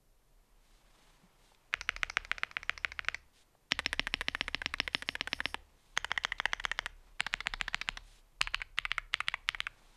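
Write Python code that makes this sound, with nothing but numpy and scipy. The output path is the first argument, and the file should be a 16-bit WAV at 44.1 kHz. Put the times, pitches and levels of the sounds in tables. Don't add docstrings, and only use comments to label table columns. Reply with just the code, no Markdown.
import sys
import numpy as np
from scipy import signal
from scipy.fft import rfft, irfft, next_fast_len
from scipy.io import wavfile
from scipy.ndimage import uniform_filter1d, map_coordinates

SR = 44100
rng = np.random.default_rng(int(sys.argv[2]) if len(sys.argv) > 2 else 0)


def to_wav(sig):
    pcm = np.clip(np.atleast_2d(sig), -1, 1) * 32767
    pcm = np.round(pcm).astype(np.int16)
    wavfile.write(sys.argv[1], SR, pcm.T)


def volts_from_decibels(level):
    exponent = np.asarray(level, float) / 20
    return 10 ** exponent


N = 439236
SIZE = 4096
LEAD_S = 0.013

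# f/Hz, level/dB per Hz
AIR = [(30, -5), (70, -22.5), (105, -19), (200, -25.5), (500, -25.5), (1000, -32.5), (2200, -39.5),
       (6000, -39), (13600, -39), (14600, -63.5), (17000, -96.5)]
# t/s, level/dB
DESK_SWAY = [(0, -65), (.97, -69), (1.72, -74), (1.94, -54.5), (3.63, -85.5), (3.99, -49.5), (5.66, -68.5),
             (7.88, -52), (8.16, -65), (8.7, -54), (9.1, -57.5), (9.49, -52), (9.96, -65)]
# f/Hz, width/Hz
DESK_MODES = [(36, 4.4), (71, 4.03), (108, 3.8), (135, 20)]
# t/s, level/dB
SLEEVE_LEVEL = [(0, -86), (.5, -77.5), (1.02, -68.5), (1.3, -72), (3.2, -75.5), (3.75, -79.5), (5.7, -73.5),
                (6.95, -76), (7.07, -69), (7.2, -76), (8.1, -72), (8.5, -83), (9.5, -73), (9.96, -67.5)]
# f/Hz, level/dB per Hz
CLOTH = [(88, -27.5), (150, 1.5), (515, -4), (954, 1), (1540, -6), (2170, -5), (9000, -19), (11700, -40.5),
         (19800, -120)]
# t/s, length/s, level/dB
SLIDES = [
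    (3.75, 1, -73),
    (4.36, .14, -77.5),
    (4.81, 0.074, -70),
    (4.91, 0.13, -61.5),
    (5.05, 0.11, -61),
    (5.28, 0.15, -62),
    (5.42, .13, -59.5),
]
# f/Hz, width/Hz, level/dB
SKIN = [(5450, 260, -1), (4900, 900, -7), (6400, 400, -10), (8500, 760, -12), (10200, 1500, -10),
        (13000, 3000, -23)]
# t/s, length/s, level/dB
SWISHES = [
    (.6, 0.26, -74.5),
    (.85, 0.36, -72.5),
    (1.38, 0.19, -71.5),
    (3.33, 0.11, -68),
    (5.75, 0.23, -73.5),
    (8.02, 0.2, -66.5),
    (9.72, 0.84, -70.5),
]
# f/Hz, level/dB per Hz
BRUSH = [(880, -51), (1500, -6), (1990, -9.5), (3780, -3.5), (4780, -9), (9450, -12.5), (14000, -30)]
# t/s, peak level/dB, f/Hz
FIRM_TOUCHES = [(1.5468, -53, 3530), (1.7275, -40, 1940), (1.8735, -51, 1980), (2.0144, -50, 2240),
                (3.7103, -32.5, 3146), (3.8464, -42, 2760), (4.7835, -39.5, 2870), (4.9305, -40.5, 2670),
                (5.3885, -43, 1610), (5.9655, -33.5, 2580), (6.1034, -38, 1720), (6.1614, -42, 1770),
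                (6.2357, -27.5, 3060), (6.3833, -43, 3270), (6.5205, -46, 2630), (6.6393, -33, 2940),
                (6.777, -46, 3100), (7.196, -31, 2370), (7.3285, -36, 2780), (7.458, -35, 1420),
                (7.599, -38.5, 2150), (7.7324, -35, 1720), (7.876, -39, 1850), (8.4085, -29.5, 1400),
                (8.425, -41.5, 4370), (8.4376, -43.5, 4050), (8.5371, -37, 1430), (8.6013, -39, 1890),
                (8.7744, -35, 2340), (8.9049, -43, 2500), (9.1319, -33.5, 2700), (9.2719, -40, 2410),
                (9.2765, -44, 2370), (9.3188, -42, 2280), (9.4787, -48.5, 2970), (9.584, -45, 1980)]
TOUCH_T60_MS = [8.5, 14.5, 6.5, 5.5, 15, 8, 8.5, 7, 13, 13.5, 14, 11, 10, 17.5, 17, 12.5, 14.5, 13.5, 16.5,
                15, 16, 15, 13, 12.5, 8, 9, 21, 13.5, 21, 22, 11, 7, 7, 10, 17.5, 12.5]
# t/s, peak level/dB
SOFT_PADS = [
    (1.517, -54.5),
    (3.549, -56.5),
    (6.823, -49),
    (9.76, -58),
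    (9.816, -58),
]
# t/s, peak level/dB, f/Hz
BUMPS = [
    (1.233, -37.5, 179),
    (8.983, -35, 1700),
    (6.458, -37, 1900),
]

# t/s, peak level/dB, brightness/dB
LEFT = [(1.738, -11, -31), (1.81, -23.5, -23), (1.89, -10.5, -28.5), (1.963, -24.5, -23), (2.031, -11, -32),
        (2.097, -25, -22.5), (2.169, -9.5, -31), (2.248, -29, -23.5), (2.314, -12, -33.5),
        (2.381, -26.5, -27), (2.433, -13, -34.5), (2.512, -34, -26.5), (2.567, -15, -40),
        (2.63, -29.5, -24), (2.694, -11.5, -33), (2.776, -28, -24), (2.846, -12.5, -35), (2.918, -28, -25),
        (2.991, -17, -37.5), (3.046, -32, -29.5), (3.084, -11.5, -33), (3.144, -21, -25)]
BAR = [(3.719, -6, -20), (3.79, -15, -19), (3.86, -9.5, -20.5), (3.929, -15.5, -15.5), (3.994, -8.5, -23),
       (4.069, -16.5, -18.5), (4.139, -9.5, -23.5), (4.209, -17.5, -16.5), (4.283, -11, -23),
       (4.348, -16, -25.5), (4.409, -11, -22), (4.48, -19.5, -21), (4.545, -11, -23), (4.616, -23, -25),
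       (4.659, -11.5, -22), (4.738, -19, -20), (4.8, -8.5, -21), (4.876, -17, -20.5), (4.947, -8, -21.5),
       (5.022, -23, -15.5), (5.088, -11.5, -24), (5.152, -20.5, -20.5), (5.209, -12.5, -21.5),
       (5.273, -21, -16.5), (5.33, -11.5, -24), (5.403, -19, -23), (5.455, -11.5, -24.5),
       (5.543, -16, -22.5)]
MIDDLE = [(5.974, -10.5, -16), (6.044, -19.5, -16), (6.115, -15, -28), (6.175, -17.5, -20.5),
          (6.248, -12.5, -19), (6.319, -25, -36), (6.399, -16, -30.5), (6.454, -15, -36),
          (6.532, -14.5, -27), (6.597, -28.5, -24.5), (6.651, -14, -22), (6.714, -16.5, -20.5),
          (6.789, -15.5, -25.5), (6.859, -19, -15.5)]
WIDE = [(7.204, -10.5, -30), (7.264, -22, -24.5), (7.338, -12, -36.5), (7.406, -27, -26.5),
        (7.469, -12, -32), (7.536, -20, -25.5), (7.611, -13, -35), (7.679, -25, -27.5), (7.744, -12, -33),
        (7.813, -22.5, -22.5), (7.887, -12, -34), (7.971, -26.5, -20)]
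CORNER = [
    (8.413, -7.5, -24),
    (8.472, -19.5, -46),
    (8.544, -12.5, -31),
    (8.616, -21, -43),
]
RIGHT = [(8.785, -10.5, -25.5), (8.851, -16.5, -29), (8.915, -12.5, -27), (8.98, -16, -26), (9.14, -9, -21),
         (9.203, -18, -20), (9.283, -10.5, -22), (9.339, -19.5, -33), (9.488, -9.5, -21),
         (9.546, -22, -31.5), (9.603, -13, -22), (9.667, -20, -30)]
# f/Hz, level/dB
LEFT_DOWN = [(410, -28.5), (520, -1), (650, -27.5), (690, 9), (800, -15), (1380, 2), (1420, 4), (1660, 2),
             (1790, 0.5), (2050, 5), (2710, 0), (3620, -9.5), (9540, -32), (15480, -66)]
LEFT_UP = [(410, -30.5), (470, -18.5), (1290, -11.5), (1340, -4.5), (1890, -7.5), (2110, 1.5),
           (2990, -16.5), (3510, -14), (5230, -8.5), (5430, -7), (8380, -31.5), (10080, -30), (14430, -53),
           (15480, -67)]
BAR_DOWN = [(410, -3.5), (1210, -3.5), (1400, -2), (1420, -39), (1490, -19.5), (1610, 9), (1680, -0.5),
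            (2020, 8), (2390, 2.5), (2780, 7), (3660, 1), (3980, 1.5), (12940, -36.5), (15480, -70)]
BAR_UP = [(410, -21), (580, -9.5), (780, -22), (840, -9.5), (1400, -10.5), (1780, -0.5), (2300, -9.5),
          (3730, -14), (4180, -21), (5430, -22), (6590, -28.5), (10160, -27.5), (11200, -32.5),
          (15480, -58.5)]
MIDDLE_DOWN = [(410, -33), (620, -13), (1940, -2), (2170, -3), (2610, -26), (2840, -6.5), (3040, -14),
               (3210, -3), (3340, -6.5), (3900, -21.5), (5100, -17), (6630, -23), (6800, -30), (15480, -57)]
MIDDLE_UP = [(410, -23.5), (800, -11), (1250, -9), (1600, -7), (1900, 4.5), (2300, -12), (3100, -6),
             (4000, -21), (6000, -21), (10500, -32), (15480, -71)]
WIDE_DOWN = [(410, -38.5), (520, -31.5), (540, -49), (650, -12.5), (730, -10.5), (1010, -9), (2050, -0.5),
             (3100, -5), (6310, -21), (6960, -12.5), (8850, -31), (9880, -23.5), (12620, -49.5),
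             (15480, -53)]
WIDE_UP = [(410, -23.5), (1060, 3), (1100, -3), (1790, 5.5), (1920, 4.5), (2300, 3), (2390, -11),
           (2430, -10), (2800, 0), (3100, -7), (3170, -11), (3400, 3), (12880, -33), (15480, -49.5)]
CORNER_DOWN = [(240, -65), (400, -50), (1200, -3.5), (2150, -7.5), (2790, 2), (3460, -13.5), (4490, -6.5),
               (5730, -22), (6280, -17), (11400, -32.5), (15500, -57)]
CORNER_UP = [(240, -57), (400, -28.5), (1360, -0.5), (2290, 4.5), (3680, -16.5), (4420, -12), (5480, -25),
             (9210, -26), (15500, -59.5)]
RIGHT_DOWN = [(410, -23.5), (620, -24), (690, -27), (1270, -3), (1530, -6.5), (2130, 4), (2450, -4.5),
              (2710, -1), (2970, 2), (5470, -18), (5560, -17.5), (11650, -30), (12250, -40.5),
              (15480, -56.5)]
RIGHT_UP = [(410, -19.5), (670, -17.5), (1270, 2.5), (1570, 1), (1660, 4.5), (1810, -3.5), (2020, 7),
            (2170, 7), (2800, -1.5), (5770, -23), (9260, -25), (12170, -39), (15250, -62), (15480, -83)]
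BAR_LIFTS_HZ = [1830, 1790, 1707, 1880, 1720, 1940, 1550, 2000, 2020, 1766, 1540, 1560, 1770, 1690]
MIDDLE_LIFTS_HZ = [1750, 1980, 1850, 1870, 1910, 1870, 1840]
WIDE_LIFTS_HZ = [1700, 1900, 1940, 1790, 2200, 1870]
RIGHT_LIFTS_HZ = [2190, 2170, 2200, 2100, 2030, 2200]
# t/s, peak level/dB
LANDINGS = [(1.814, -36.5), (2.101, -46), (3.1449, -31), (3.796, -26.5), (3.8, -33), (3.9352, -37.5),
            (3.939, -33.5), (4.074, -26), (4.215, -25), (4.2178, -36), (4.3507, -27), (4.4841, -30.5),
            (4.6185, -32), (4.741, -30.5), (4.8779, -24.5), (5.0222, -35.5), (5.0261, -28.5), (5.1544, -26),
            (5.2757, -29.5), (5.407, -28.5), (6.0464, -31), (6.1759, -21.5), (6.7162, -27), (5.5454, -35.5),
            (6.3201, -21), (6.4551, -15), (6.5991, -25.5), (6.8632, -29.5), (7.2653, -21), (7.4037, -23.5),
            (7.5385, -37), (7.542, -54), (7.6803, -23.5), (7.683, -35), (7.8159, -31), (7.9741, -40),
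            (8.478, -35), (8.62, -27.5), (8.8545, -26), (8.9828, -25), (9.2053, -21), (9.3405, -24),
            (9.671, -37)]
WIRES = {"left": (5902, 453, -20, -13), "bar": (5442.5, 116.5, -4, -25), "middle": (6301, 198.5, -15, -33),
         "wide": (5195, 398.5, -35, -11), "corner": (4500, 200, -28, -28), "right": (4500, 199, -23, -25)}
CASE = {"left": [(121.4, 54, -42, -48), (219, 180, -45, -41.5), (270, 64, -47, -48), (485, 56, -40, -39.5),
        (716, 100, -26.5, -39.5)], "bar": [(133, 50, -36, -44.5), (270, 53, -30.5, -30.5),
        (493, 85, -36, -23.5), (708, 140, -31.5, -33.5)], "middle": [(135, 93, -35, -43),
        (249, 83, -41.5, -41.5), (476, 60, -34.5, -43.5), (732, 140, -44, -25.5)],
        "wide": [(146, 68, -34.5, -35.5), (236, 61, -40, -31), (440, 30, -45.5, -38.5),
        (702, 170, -30.5, -39)], "corner": [(123, 34, -40.5, -43), (480, 120, -51, -40),
        (700, 150, -60, -37)], "right": [(130, 49, -41.5, -48), (377, 62, -54, -66),
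        (665, 72, -38.5, -30.5)]}
PLATE = {"left": (2500, 760, -13), "bar": (2000, 380, -2), "middle": (2500, 500, 0.89),
         "wide": (2230, 200, 3), "corner": (2900, 550, -13), "right": (2280, 120, 1.8)}
SHEEN = {"left": (5900, 1300, 5.6), "bar": (5360, 1500, 3), "middle": (6200, 720, 4.7),
         "wide": (4400, 1300, 1.4), "corner": (4200, 980, 0.1), "right": (4640, 810, 0.1)}
ROOM_SHARE_DB = [-0.5, -3.5, -2, -2, 0, -1]

# t/s, level/dB
FLUTTER = [(.012, -27.5), (.014, -28), (0.0208, -43), (.024, -35), (.0325, -36), (.0355, -41.5),
           (.046, -47.5)]
# f/Hz, time to fall 60 dB/s
ROOM_T60 = [(150, 0.28), (2000, 0.31), (5000, 0.23), (12000, 0.012)]
# f/Hz, level/dB
WALLS = [(250, 1), (450, 5.5), (800, -2.5), (1500, -3), (2200, -8), (2900, -3.5), (3800, -3), (5600, -1.5),
         (7500, 1), (12000, -2.5)]
MOVES_S = [
    0,
    3.5,
    5.8,
    7.1,
    8.2,
    8.7,
    9.05,
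    9.4,
    10,
]


def along(points, hz):
    f, value = np.transpose(points)
    return np.interp(np.log(hz + 1), np.log(f + 1), value)


def over_time(points):
    s, value = np.transpose(points)
    return np.interp(np.arange(N) / SR, s, value)


def mode(f, hz, width):
    return 1j * f * width / (hz * hz - f * f + 1j * f * width)


def noise(response):
    length = next_fast_len(N)
    spectrum = rfft(rng.standard_normal(length)) * response(np.fft.rfftfreq(length, 1 / SR))
    x = irfft(spectrum, length)[:N]
    return x / np.std(x)


def add(track, s, sound):
    part = track[round(s * SR):][:len(sound)]
    part += sound[:len(part)]


def swells(rows, power):
    level = np.zeros(N)
    for s, length, db in rows:
        add(level, s, volts_from_decibels(db) * np.hanning(round(length * SR)) ** power)
    return level


def causal(db):
    cepstrum = irfft(db * np.log(10) / 20)
    cepstrum[1:SIZE // 2] *= 2
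    cepstrum[SIZE // 2 + 1:] = 0
    return np.exp(rfft(cepstrum))


def room_air():
    return volts_from_decibels(-69.5) * noise(lambda f: volts_from_decibels(along(AIR, f)))


def desk():
    sway = volts_from_decibels(over_time(DESK_SWAY)) * noise(lambda f: mode(f, 32.5, 11.9) ** 3)
    fan = volts_from_decibels(-86.0) * noise(lambda f: mode(f, 140, 4.6) ** 2)
    fan += volts_from_decibels(-87.0) * noise(lambda f: mode(f, 120, 6.9) ** 2)
    return sway + fan


def skin_colour(f):
    notes = sum(volts_from_decibels(db) * abs(mode(f, hz, width)) ** 2 for hz, width, db in SKIN)
    return notes / (1 + (f / 14300) ** 20)


def rustle():
    slips_db = 1.0 * map_coordinates(rng.standard_normal(900), [np.linspace(0, 899, N)])
    work = [(taps[0][0] + 0.048, taps[-1][0] - taps[0][0], -69.5) for taps in (LEFT, BAR, MIDDLE, WIDE)]
    cloth_level = np.hypot(volts_from_decibels(over_time(SLEEVE_LEVEL)), swells(work, 0.057))
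    cloth = cloth_level * noise(lambda f: volts_from_decibels(along(CLOTH, f)))
    skin = swells(SLIDES, 0.51) * noise(skin_colour)
    hand = swells(SWISHES, 0.25) * noise(lambda f: volts_from_decibels(along(BRUSH, f)) * (f < 14200))
    return volts_from_decibels(slips_db) * (cloth + skin + hand)


def touches():
    track = np.zeros(N)
    t, f = np.arange(SIZE // 4) / SR, np.fft.rfftfreq(SIZE // 4, 1 / SR)
    contacts = [(*row, ms) for row, ms in zip(FIRM_TOUCHES, TOUCH_T60_MS)]
    for taps, db in zip((LEFT, BAR, MIDDLE, WIDE, RIGHT), (-57, -50, -59, -64, -58)):
        contacts += [(row[0] - LEAD_S, db, 2310, 12) for row in taps[::2]]
    contacts += [(*row, 806, 12) for row in SOFT_PADS]
    for s, db, centre_hz, t60_ms in contacts:
        hz = centre_hz * np.exp(0.05 * rng.standard_normal())
        scrape = rng.standard_normal(len(t)) * t * volts_from_decibels(-60000 * t / t60_ms)
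        cap = (mode(f, hz, .6 * hz) + 0.08) / (1 + 1j * f / (2.6 * centre_hz)) ** 4
        tick = irfft(rfft(scrape) * cap)
        add(track, s + (10 - t60_ms) / 7000, volts_from_decibels(db) * tick / abs(tick).max())
    return track + bumps()


def bumps():
    track, t = np.zeros(N), np.arange(SIZE) / SR
    for s, db, hz in BUMPS:
        swell = np.sin(np.pi * t / t[-1]) * volts_from_decibels(-60 * t / 0.06)
        add(track, s, volts_from_decibels(db) * swell * np.sin(2 * np.pi * hz * t))
    return track


def desk_boom(desk_db):
    t = np.arange(SR // 2) / SR
    boom = sum(volts_from_decibels(db) * np.exp(-np.pi * width * t) * np.sin(2 * np.pi * hz * t)
               for db, (hz, width) in zip(desk_db, DESK_MODES))
    return (1 - np.exp(-t / 0.027)) ** 2 * boom


def case_rings(name, f):
    rings = [irfft(mode(f, hz, width) / (1 + 1j * f / (2.2 * hz)) ** 2) for hz, width, *_ in CASE[name]]
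    rings[0] = -rings[0]
    return [ring / abs(ring).max() for ring in rings]


def rough_blow(t, f, treble, rattle_db):
    grit = rfft(rng.standard_normal(SIZE) * volts_from_decibels(-60 * t / 0.0077)) / 6
    clumps = volts_from_decibels(4 * np.repeat(rng.standard_normal(SIZE // 40 + 1), 40)[:SIZE])
    loose = rfft(rng.standard_normal(SIZE) * clumps * volts_from_decibels(-60 * t / 0.018))
    rattle = volts_from_decibels(rattle_db) * loose * 1.44 / (1 + 1j * f / 2600)
    return 1 + treble ** 2 * (grit - 1) + rattle


def key(strokes, down, up, name, rattle_db, desk_db, lifts_hz=None):
    direct, spread = np.zeros(N), np.zeros(N)
    t, f = np.arange(SIZE) / SR, np.fft.rfftfreq(SIZE, 1 / SR)
    rows = np.array(strokes)
    boom, rings = desk_boom(desk_db), case_rings(name, f)
    wire_hz, wire_width, *wire_db = WIRES[name]
    treble = np.clip(np.log2(f / 2500 + 1e-9) / 1.81, 0, 1)
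    bending = np.exp(-.24j * np.sqrt(f))
    plate = 1
    for hz, width, db in (PLATE[name], SHEEN[name]):
        plate = plate + volts_from_decibels(db) * mode(f, hz, width)
    usual_db = [np.median(rows[side::2, -1]) for side in range(2)]
    notes = np.ones(len(rows))
    if lifts_hz:
        notes[1::2] = np.divide(lifts_hz, np.median(lifts_hz))
    blows = [(*row, k % 2, notes[k], 1) for k, row in enumerate(strokes)]
    blows += [(s, db, usual_db[1], 1, 1, 0) for s, db in LANDINGS
              if rows[0, 0] < s < rows[-1, 0] + LEAD_S]
    for s, db, bright_db, side, note, full in blows:
        body = (down, up)[side]
        shape_db = along(body, f / note ** (1 - treble))
        shape_db += 18 * np.minimum(np.log2((f + 20) / body[0][0]), 0)
        shape_db = uniform_filter1d(shape_db, size=23)
        hard_db = treble * (bright_db - usual_db[side])
        shape_db = shape_db - shape_db.max() + hard_db
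        blow = rough_blow(t, f, treble, rattle_db[side] + (-5, -1)[side])
        push, luck = rng.standard_normal(2)
        ping = volts_from_decibels(wire_db[side] + hard_db[-1] + 2 * luck) * mode(f, wire_hz * (1 + .004 * push), wire_width)
        ping = ping / (1 + (f / wire_hz) ** 10)
        clack = irfft(bending * (blow * causal(shape_db) + 1.8 * ping))
        smooth_db = 10 * np.log10(uniform_filter1d(volts_from_decibels(2 * shape_db), size=61) + 1e-12)
        blurred = irfft(plate * blow * causal(smooth_db) + 0.6 * ping)
        thud = sum(volts_from_decibels(row[2 + side] + .7 * rng.standard_normal()) * ring
                   for row, ring in zip(CASE[name], rings))
        peak = abs(clack).max()
        add(direct, s + 0.0009, volts_from_decibels(db) * (clack / peak + thud))
        add(spread, s + 0.0009, volts_from_decibels(db) * (blurred / peak + thud))
        add(direct, s, full * volts_from_decibels(.5 * db + 2 * push - 5 * side) * boom)
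    return direct, spread


def keys():
    sounds = np.array([
        key(LEFT, LEFT_DOWN, LEFT_UP, "left", rattle_db=(-30, -22), desk_db=(-39.5, -44.0, -54.5, -69.0)),
        key(BAR, BAR_DOWN, BAR_UP, "bar", rattle_db=(-31, -24), desk_db=(-41.0, -42.5, -54.5, -42),
            lifts_hz=BAR_LIFTS_HZ),
        key(MIDDLE, MIDDLE_DOWN, MIDDLE_UP, "middle", rattle_db=(-29, -22),
            desk_db=(-37.5, -46, -52.5, -69.0), lifts_hz=MIDDLE_LIFTS_HZ),
        key(WIDE, WIDE_DOWN, WIDE_UP, "wide", rattle_db=(-30, -20), desk_db=(-35.5, -49.5, -52.0, -61.0),
            lifts_hz=WIDE_LIFTS_HZ),
        key(CORNER, CORNER_DOWN, CORNER_UP, "corner", rattle_db=(-26, -21),
            desk_db=(-35.0, -47.0, -53.5, -58)),
        key(RIGHT, RIGHT_DOWN, RIGHT_UP, "right", rattle_db=(-28, -21), desk_db=(-45.5, -52.5, -56, -57),
            lifts_hz=RIGHT_LIFTS_HZ)])
    return sounds[:, 0].sum(0), volts_from_decibels(ROOM_SHARE_DB) @ sounds[:, 1]


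def room_answer():
    hz, t, grains = signal.stft(rng.standard_normal(SR // 2), SR, nperseg=256)
    fade_db = along(WALLS, hz)[:, None] - 60 * t / along(ROOM_T60, hz)[:, None]
    tail = signal.istft(grains * volts_from_decibels(fade_db), SR, nperseg=256)[1]
    tail = tail * (1 - np.exp(-np.arange(len(tail)) / SR / .015)) ** 2
    tail = volts_from_decibels(-29.0) * np.pad(tail, (200, 0)) / np.linalg.norm(tail)
    band = signal.butter(2, (2400, 6500), "band", fs=SR)
    for s, db in FLUTTER:
        echo = signal.lfilter(*band, rng.standard_normal(45)) * np.hanning(45)
        add(tail, s, volts_from_decibels(db - 6) * echo / np.linalg.norm(echo))
    return tail


def room(x):
    wet = np.zeros(N)
    for start, end in zip(MOVES_S, MOVES_S[1:]):
        taps = x[round(start * SR):round(end * SR)]
        add(wet, start, signal.fftconvolve(taps, room_answer()))
    return wet


def scene():
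    direct, spread = keys()
    tips = touches()
    mono = room_air() + desk() + rustle() + room(spread + tips) + tips + direct
    return np.array([mono, mono])


def low_pass(x):
    return signal.sosfilt(signal.butter(12, 16600, fs=SR, output="sos"), x)


def record(dry):
    smear = np.diff(rng.standard_normal(300)) * volts_from_decibels(-52) + rng.standard_normal(299) * volts_from_decibels(-70)
    flicker = np.repeat(rng.standard_normal(N // 1024 + 1), 1024)[:N]
    side = signal.fftconvolve(dry[0], smear)[:N] * volts_from_decibels(5 * flicker + 2) * (flicker > -.4)
    pair = rfft(dry + [side, -side]) * (np.fft.rfftfreq(N, 1 / SR) < 16500)
    return low_pass(irfft(pair, N))


dry = scene()
out = record(dry)
to_wav(out)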